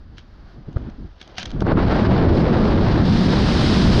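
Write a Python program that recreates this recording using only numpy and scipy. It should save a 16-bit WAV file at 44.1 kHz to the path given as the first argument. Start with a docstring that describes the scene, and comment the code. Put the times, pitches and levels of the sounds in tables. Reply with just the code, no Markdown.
"""A mountain edge, heard from a body-worn microphone: a light breeze nudges it, gear clicks and
shoes scuff off the rock. Then the fall begins. Air buffets the microphone port, eddies tear past
in a ragged roar, and a hiss grows louder, smoother and brighter with speed.
A compressor and a limiter hold the level."""
import sys
import numpy as np
from scipy import signal
from scipy.fft import rfft, irfft
from scipy.io import wavfile
from scipy.ndimage import uniform_filter1d, minimum_filter1d

SR = 44100
rng = np.random.default_rng(int(sys.argv[2]) if len(sys.argv) > 2 else 0)


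def master_out(mix):
    """Clip the mix to full scale and print it as 16-bit PCM to the path in sys.argv[1]."""
    frames = np.transpose(np.atleast_2d(mix))
    ceiling = np.clip(frames, -1, 1)
    pcm = np.round(ceiling * 32767).astype(np.int16)
    wavfile.write(sys.argv[1], SR, pcm)


N = 176400
TIME = np.arange(N) / SR

# Clicks of gear and grit. Each row: time in seconds, relative level in dB.
CLICKS = [(0.1828, -30.5), (.730, -44), (0.783, -46), (0.899, -40), (1.215, -26.5), (1.277, -36),
          (1.383, -14.5), (1.3937, -26), (1.401, -26), (1.4298, -19), (1.455, -30), (1.4578, -18.5),
          (1.5055, -30), (1.516, -31.5), (1.6065, -26.5), (1.618, -32)]


def from_db(db):
    """Decibels to gain."""
    return 10 ** (np.asarray(db) / 20)


def curve(rows):
    """An automation curve: straight lines between rows of time in seconds and value."""
    return np.interp(TIME, *np.transpose(rows))


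def swell(peak_s, attack_s, decay_s):
    """Exponential rise to a peak of 1, then exponential fall."""
    return np.exp(-np.maximum((peak_s - TIME) / attack_s, (TIME - peak_s) / decay_s))


def noise(colour):
    """Coloured noise at rms 1, rolled off beyond both ends of its colour table."""
    hz, db = np.transpose(colour)
    bins = np.maximum(np.arange(N // 2 + 1) * SR / N, 1)
    gain = from_db(np.interp(np.log(bins), np.log(hz), db))
    gain /= np.sqrt(1 + (hz[0] / bins / 2) ** 4) * (1 + (bins / hz[-1] / 2) ** 4)
    x = irfft(rfft(rng.standard_normal(N)) * gain, N)
    return x / x.std()


def drift(rate_hz):
    """Smooth random motion with a spread of 1."""
    pole = np.exp(-2 * np.pi * rate_hz / SR)
    x = signal.lfilter([1], [1, -2 * pole, pole * pole], rng.standard_normal(N + SR))[SR:]
    return x / x.std()


def resonance(hz, width_hz):
    """Noise at rms 1 ringing in one resonance, whose centre may move."""
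    slow = signal.sosfilt(signal.butter(2, width_hz / 2, fs=SR, output="sos"), rng.standard_normal((2, N)))
    phase = 2 * np.pi * np.cumsum(hz * np.ones(N)) / SR
    x = slow[0] * np.cos(phase) + slow[1] * np.sin(phase)
    return x / x.std()


def buffeting(rough_db=2.5, flutter_hz=15.3):
    """Lumpy pressure swings on the port, with a slower, deep rumble under them."""
    # Strength of the swings. Each row: time in seconds, level in dB.
    lump_level = [(0, -48.5), (.33, -51.5), (.42, -45), (.52, -56.5), (.58, -40), (.665, -46), (.69, -28.5),
                  (.73, -41.5), (.78, -31), (.895, -32.5), (.925, -51), (.965, -46), (.985, -32.5),
                  (1.05, -38.5), (1.15, -63), (1.34, -50.5), (1.39, -44), (1.52, -36), (1.545, -25.5),
                  (1.605, -22), (1.64, -18.5), (1.78, -19), (2.3, -15.5), (2.9, -16), (3.25, -16.5),
                  (3.55, -16), (3.75, -17), (4, -12)]
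    rumble_level = [(0, -39), (.55, -46), (.8, -36), (.93, -38), (1.04, -30.5), (1.2, -50.5), (1.35, -49),
                    (1.49, -33), (1.56, -25), (1.8, -21.5), (2.0, -26), (2.8, -23), (3.2, -30.5),
                    (4, -19.5)]
    # Their colours. Each row: frequency in Hz, relative level in dB.
    lump_colour = [(22, -7), (45, -1.5), (95, 2), (140, 0), (195, 0.5), (260, -3.5), (330, -6.5),
                   (430, -16.5), (650, -28.5), (1500, -63.5)]
    rumble_colour = [(20, -6.5), (40, -2.5), (65, -5.5), (110, -15.5), (300, -46)]
    lumps = noise(lump_colour) * from_db(curve(lump_level) + rough_db * drift(flutter_hz))
    return lumps + noise(rumble_colour) * from_db(curve(rumble_level))


def hollow_drone():
    """Air drones in a hollow by the port; the pitch wanders with the angle of the flow."""
    # The drone's strength. Each row: time in seconds, level in dB.
    level = [(0, -71), (1.45, -68), (1.77, -26.5), (2.3, -23.5), (2.9, -20), (3.15, -16.5), (3.42, -19),
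             (3.52, -31.5), (3.8, -16.5), (4, -39)]
    # Its pitch. Each row: time in seconds, frequency in Hz.
    pitch = [(1.78, 200), (2.4, 160), (2.68, 220), (2.85, 130.1), (3.2, 195), (3.4, 209.8), (3.55, 150),
             (3.85, 205)]
    return resonance(curve(pitch), width_hz=86) * from_db(curve(level))


def wake():
    """The wake of the falling body roars in a broad, low band."""
    # The roar's strength. Each row: time in seconds, level in dB.
    level = [(1.5, -65), (1.65, -29), (2.05, -30), (2.25, -20), (2.6, -22.5), (2.9, -27.5), (3.3, -28.5),
             (3.6, -30), (4, -20)]
    # Its centre. Each row: time in seconds, frequency in Hz.
    centre = [(1.9, 340.5), (2.45, 438.9), (3.65, 319.6)]
    return resonance(curve(centre), width_hz=270) * from_db(curve(level))


def eddies(bursts, gusts, burst_db=1.5, gust_db=1.2):
    """Eddies tear past in a roar made ragged by fast bursts and slower gusts."""
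    # Strength of the eddies. Each row: time in seconds, level in dB.
    level = [(0, -75), (.52, -59.5), (.70, -54), (.89, -46.5), (.95, -55.5), (1.15, -63.5), (1.35, -47.5),
             (1.52, -45.5), (1.605, -41), (1.64, -38), (1.72, -19.5), (1.745, -38.5), (1.775, -22),
             (1.86, -27.5), (1.92, -20), (2.1, -23.5), (2.28, -23.5), (2.6, -22.5), (3.1, -26),
             (3.45, -27.5), (4, -23)]
    # Their colour. Each row: frequency in Hz, relative level in dB.
    colour = [(150, -17.5), (330, 3.5), (450, -2), (650, -1), (1000, -6), (1600, -11.5), (2300, -20),
              (4800, -30.5), (7000, -77), (14000, -90.5)]
    return noise(colour) * from_db(curve(level) + burst_db * bursts + gust_db * gusts)


def airstream(bursts, gusts, split_hz=6050):
    """Rushing air hisses, shaken by the eddies; with speed it evens out and gains top."""
    # The hiss follows the speed. Each row: time in seconds, level in dB.
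    level = [(0, -81), (1.55, -65), (1.715, -57), (1.75, -62), (1.805, -42), (1.86, -44), (1.92, -38.5),
             (2.1, -38.5), (2.27, -43.5), (2.39, -34.5), (2.44, -40.5), (2.65, -37), (2.8, -38.5),
             (2.88, -35.5), (3.02, -37), (3.1, -30), (3.4, -29.5), (3.65, -26), (3.82, -26), (4, -25.5)]
    # Its colour. Each row: frequency in Hz, relative level in dB.
    colour = [(400, -13.5), (900, -0.5), (1650, 0.5), (2300, -4), (3000, -1.5), (3900, 0.5), (5100, -2),
              (6200, -13.5), (7600, -24), (8700, -23), (11000, -37), (15000, -59.5)]
    level_db = curve(level)
    below_full_db = np.minimum(level_db.max() - level_db, 20)
    flutter_db = (0.5 + 0.13 * below_full_db) * (0.68 * bursts + 0.097 * gusts)
    hiss = noise(colour)
    body = signal.sosfiltfilt(signal.butter(2, split_hz, fs=SR, output="sos"), hiss)
    top = (hiss - body) * from_db(-0.92 * below_full_db)
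    return (body + top) * from_db(level_db + flutter_db)


def blasts(rough_db=5.5, crackle_hz=200, top_hz=4800):
    """Short gusts break up into crackle at the port."""
    # Single gusts. Each row: peak time in seconds, level in dB, attack and decay in seconds.
    hits = [(0.689, -51, 0.0024, 0.0055), (0.7632, -30, 0.0016, 0.0095), (1.623, -15, 0.0036, 0.0093),
            (1.668, -20.5, 0.005, 0.0075), (1.719, -17.5, 0.016, 0.013), (1.782, -18.5, 0.011, 0.0072)]
    # Their colour. Each row: frequency in Hz, relative level in dB.
    colour = [(100, 7.5), (320, 14.5), (700, 2.5), (1400, -0.5), (2300, -25), (5000, -24.5)]
    envelope = sum(from_db(db) * swell(s, attack, decay) for s, db, attack, decay in hits)
    crackle = noise(colour) * envelope * from_db(rough_db * drift(crackle_hz))
    return signal.sosfilt(signal.butter(6, top_hz, fs=SR, output="sos"), crackle)


def thumps():
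    """Dull knocks of air: each puff pulls the diaphragm in and pushes it back once."""
    # Puffs on the port. Each row: centre in seconds, peak in dB, half-width in seconds.
    puffs = [(0.689, -20.5, 0.0012), (0.7668, -12, 0.0023), (1.78, -9, 0.00069)]
    knocks = np.zeros(N)
    for s, db, half_width in puffs:
        u = (TIME - s) / half_width
        knocks += from_db(db) * u * np.exp((1 - u * u) / 2)
    return knocks


def shoes_and_gear(crest_db=7, scuff_top_hz=6820, rough_db=3, grain_hz=200):
    """Gear and grit click and ring briefly; shoes scrape the rock with a duller, grainy sound."""
    # Shoe scrapes. Each row: peak time in seconds, level in dB, attack and decay in seconds.
    scuffs = [(0.186, -50.5, 0.012, 0.02), (.86, -65, 0.24, 0.074), (1.213, -48.5, 0.0089, 0.02),
              (1.31, -61, 0.14, 0.063), (1.387, -32, 0.0093, 0.02), (1.423, -38, 0.011, 0.0091),
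              (1.458, -46.5, 0.0083, 0.053)]
    # Colour of the grit. Each row: frequency in Hz, relative level in dB.
    colour = [(150, 13.5), (400, -0.5), (1500, -4), (2300, 6), (3200, 7.5), (4600, 6), (6200, -2.5),
              (7500, -22), (10000, -26), (14000, -55)]
    # Ring of the gear. Each row: frequency in Hz, width in Hz, relative level in dB.
    modes = [(746, 65, -15.5), (1577, 340, -7.5), (3150, 550, -5.5), (3790, 330, -13), (6180, 490, -23)]
    scrapes = sum(from_db(db) * swell(s, attack, decay) for s, db, attack, decay in scuffs)
    clicks = sum(from_db(db - crest_db) * swell(s, attack_s=0.00094, decay_s=0.0028) for s, db in CLICKS)
    bright = noise(colour) + sum(from_db(db) * resonance(hz, width) for hz, width, db in modes)
    dull = signal.sosfilt(signal.butter(8, scuff_top_hz, fs=SR, output="sos"), bright)
    return bright * clicks + dull * scrapes * from_db(rough_db * drift(grain_hz))


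def click_snaps(trim_db=-4, band_hz=(270, 5200)):
    """The first snap of each click: one sharp push."""
    pushes = np.full(N, 1e-18)
    for s, db in CLICKS:
        pushes[int(s * SR)] = from_db(db + trim_db)
    band = signal.butter(4, band_hz, "band", fs=SR, output="sos")
    unit_peak = np.abs(signal.sosfilt(band, signal.unit_impulse(N))).max()
    return signal.sosfilt(band, pushes) / unit_peak


def valley(level_db=-57.5, swell_db=1.7, swell_hz=3):
    """The far hush of the valley, gently swelling."""
    # Colour of the hush. Each row: frequency in Hz, relative level in dB.
    colour = [(30, -5), (300, -10), (700, -6.5), (1600, -7.5), (2400, -19), (4800, -17), (6300, -31.5),
              (8000, -49), (15000, -47)]
    return from_db(level_db + swell_db * drift(swell_hz)) * noise(colour)


def compress(x, threshold_db=-16, share=0.47, average_s=0.022):
    """Turns the gain down by a share of the mean level's excess over the threshold."""
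    span = int(average_s * SR)
    power = uniform_filter1d(uniform_filter1d(x * x, span), span)
    level_db = 10 * np.log10(np.abs(power) + 1e-12)
    return x * from_db(-share * np.maximum(level_db - threshold_db, 0))


def limit(x, ceiling_db=-5.5, release_db_per_s=122.5, attack_s=0.0018):
    """Ducks just ahead of each peak over the ceiling, then recovers at a steady rate."""
    over_db = np.maximum(20 * np.log10(np.abs(x[0]) + 1e-9) - ceiling_db, 0)
    release = release_db_per_s * TIME
    cut_db = np.maximum.accumulate(over_db + release) - release
    span = int(attack_s * SR)
    held_db = minimum_filter1d(-cut_db, span)
    return x * from_db(uniform_filter1d(uniform_filter1d(held_db, span), span))


def scene():
    """Wind at the microphone and the take-off, over the hush of the valley; mono."""
    hush = valley()
    low_wind = buffeting() + hollow_drone() + wake()
    bursts, gusts = drift(rate_hz=94), drift(rate_hz=15)  # roar and hiss flutter together
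    rush = eddies(bursts, gusts) + airstream(bursts, gusts)
    return (low_wind + rush + blasts() + thumps() + shoes_and_gear() + click_snaps() + hush)[None]


def record(dry, cutoff_hz=16300):
    """A compressor evens the level, a limiter holds the peaks, and the very top is cut."""
    top_cut = signal.cheby2(12, 70, cutoff_hz, fs=SR, output="sos")
    return signal.sosfilt(top_cut, limit(compress(dry)))


dry = scene()
out = record(dry)
master_out(out)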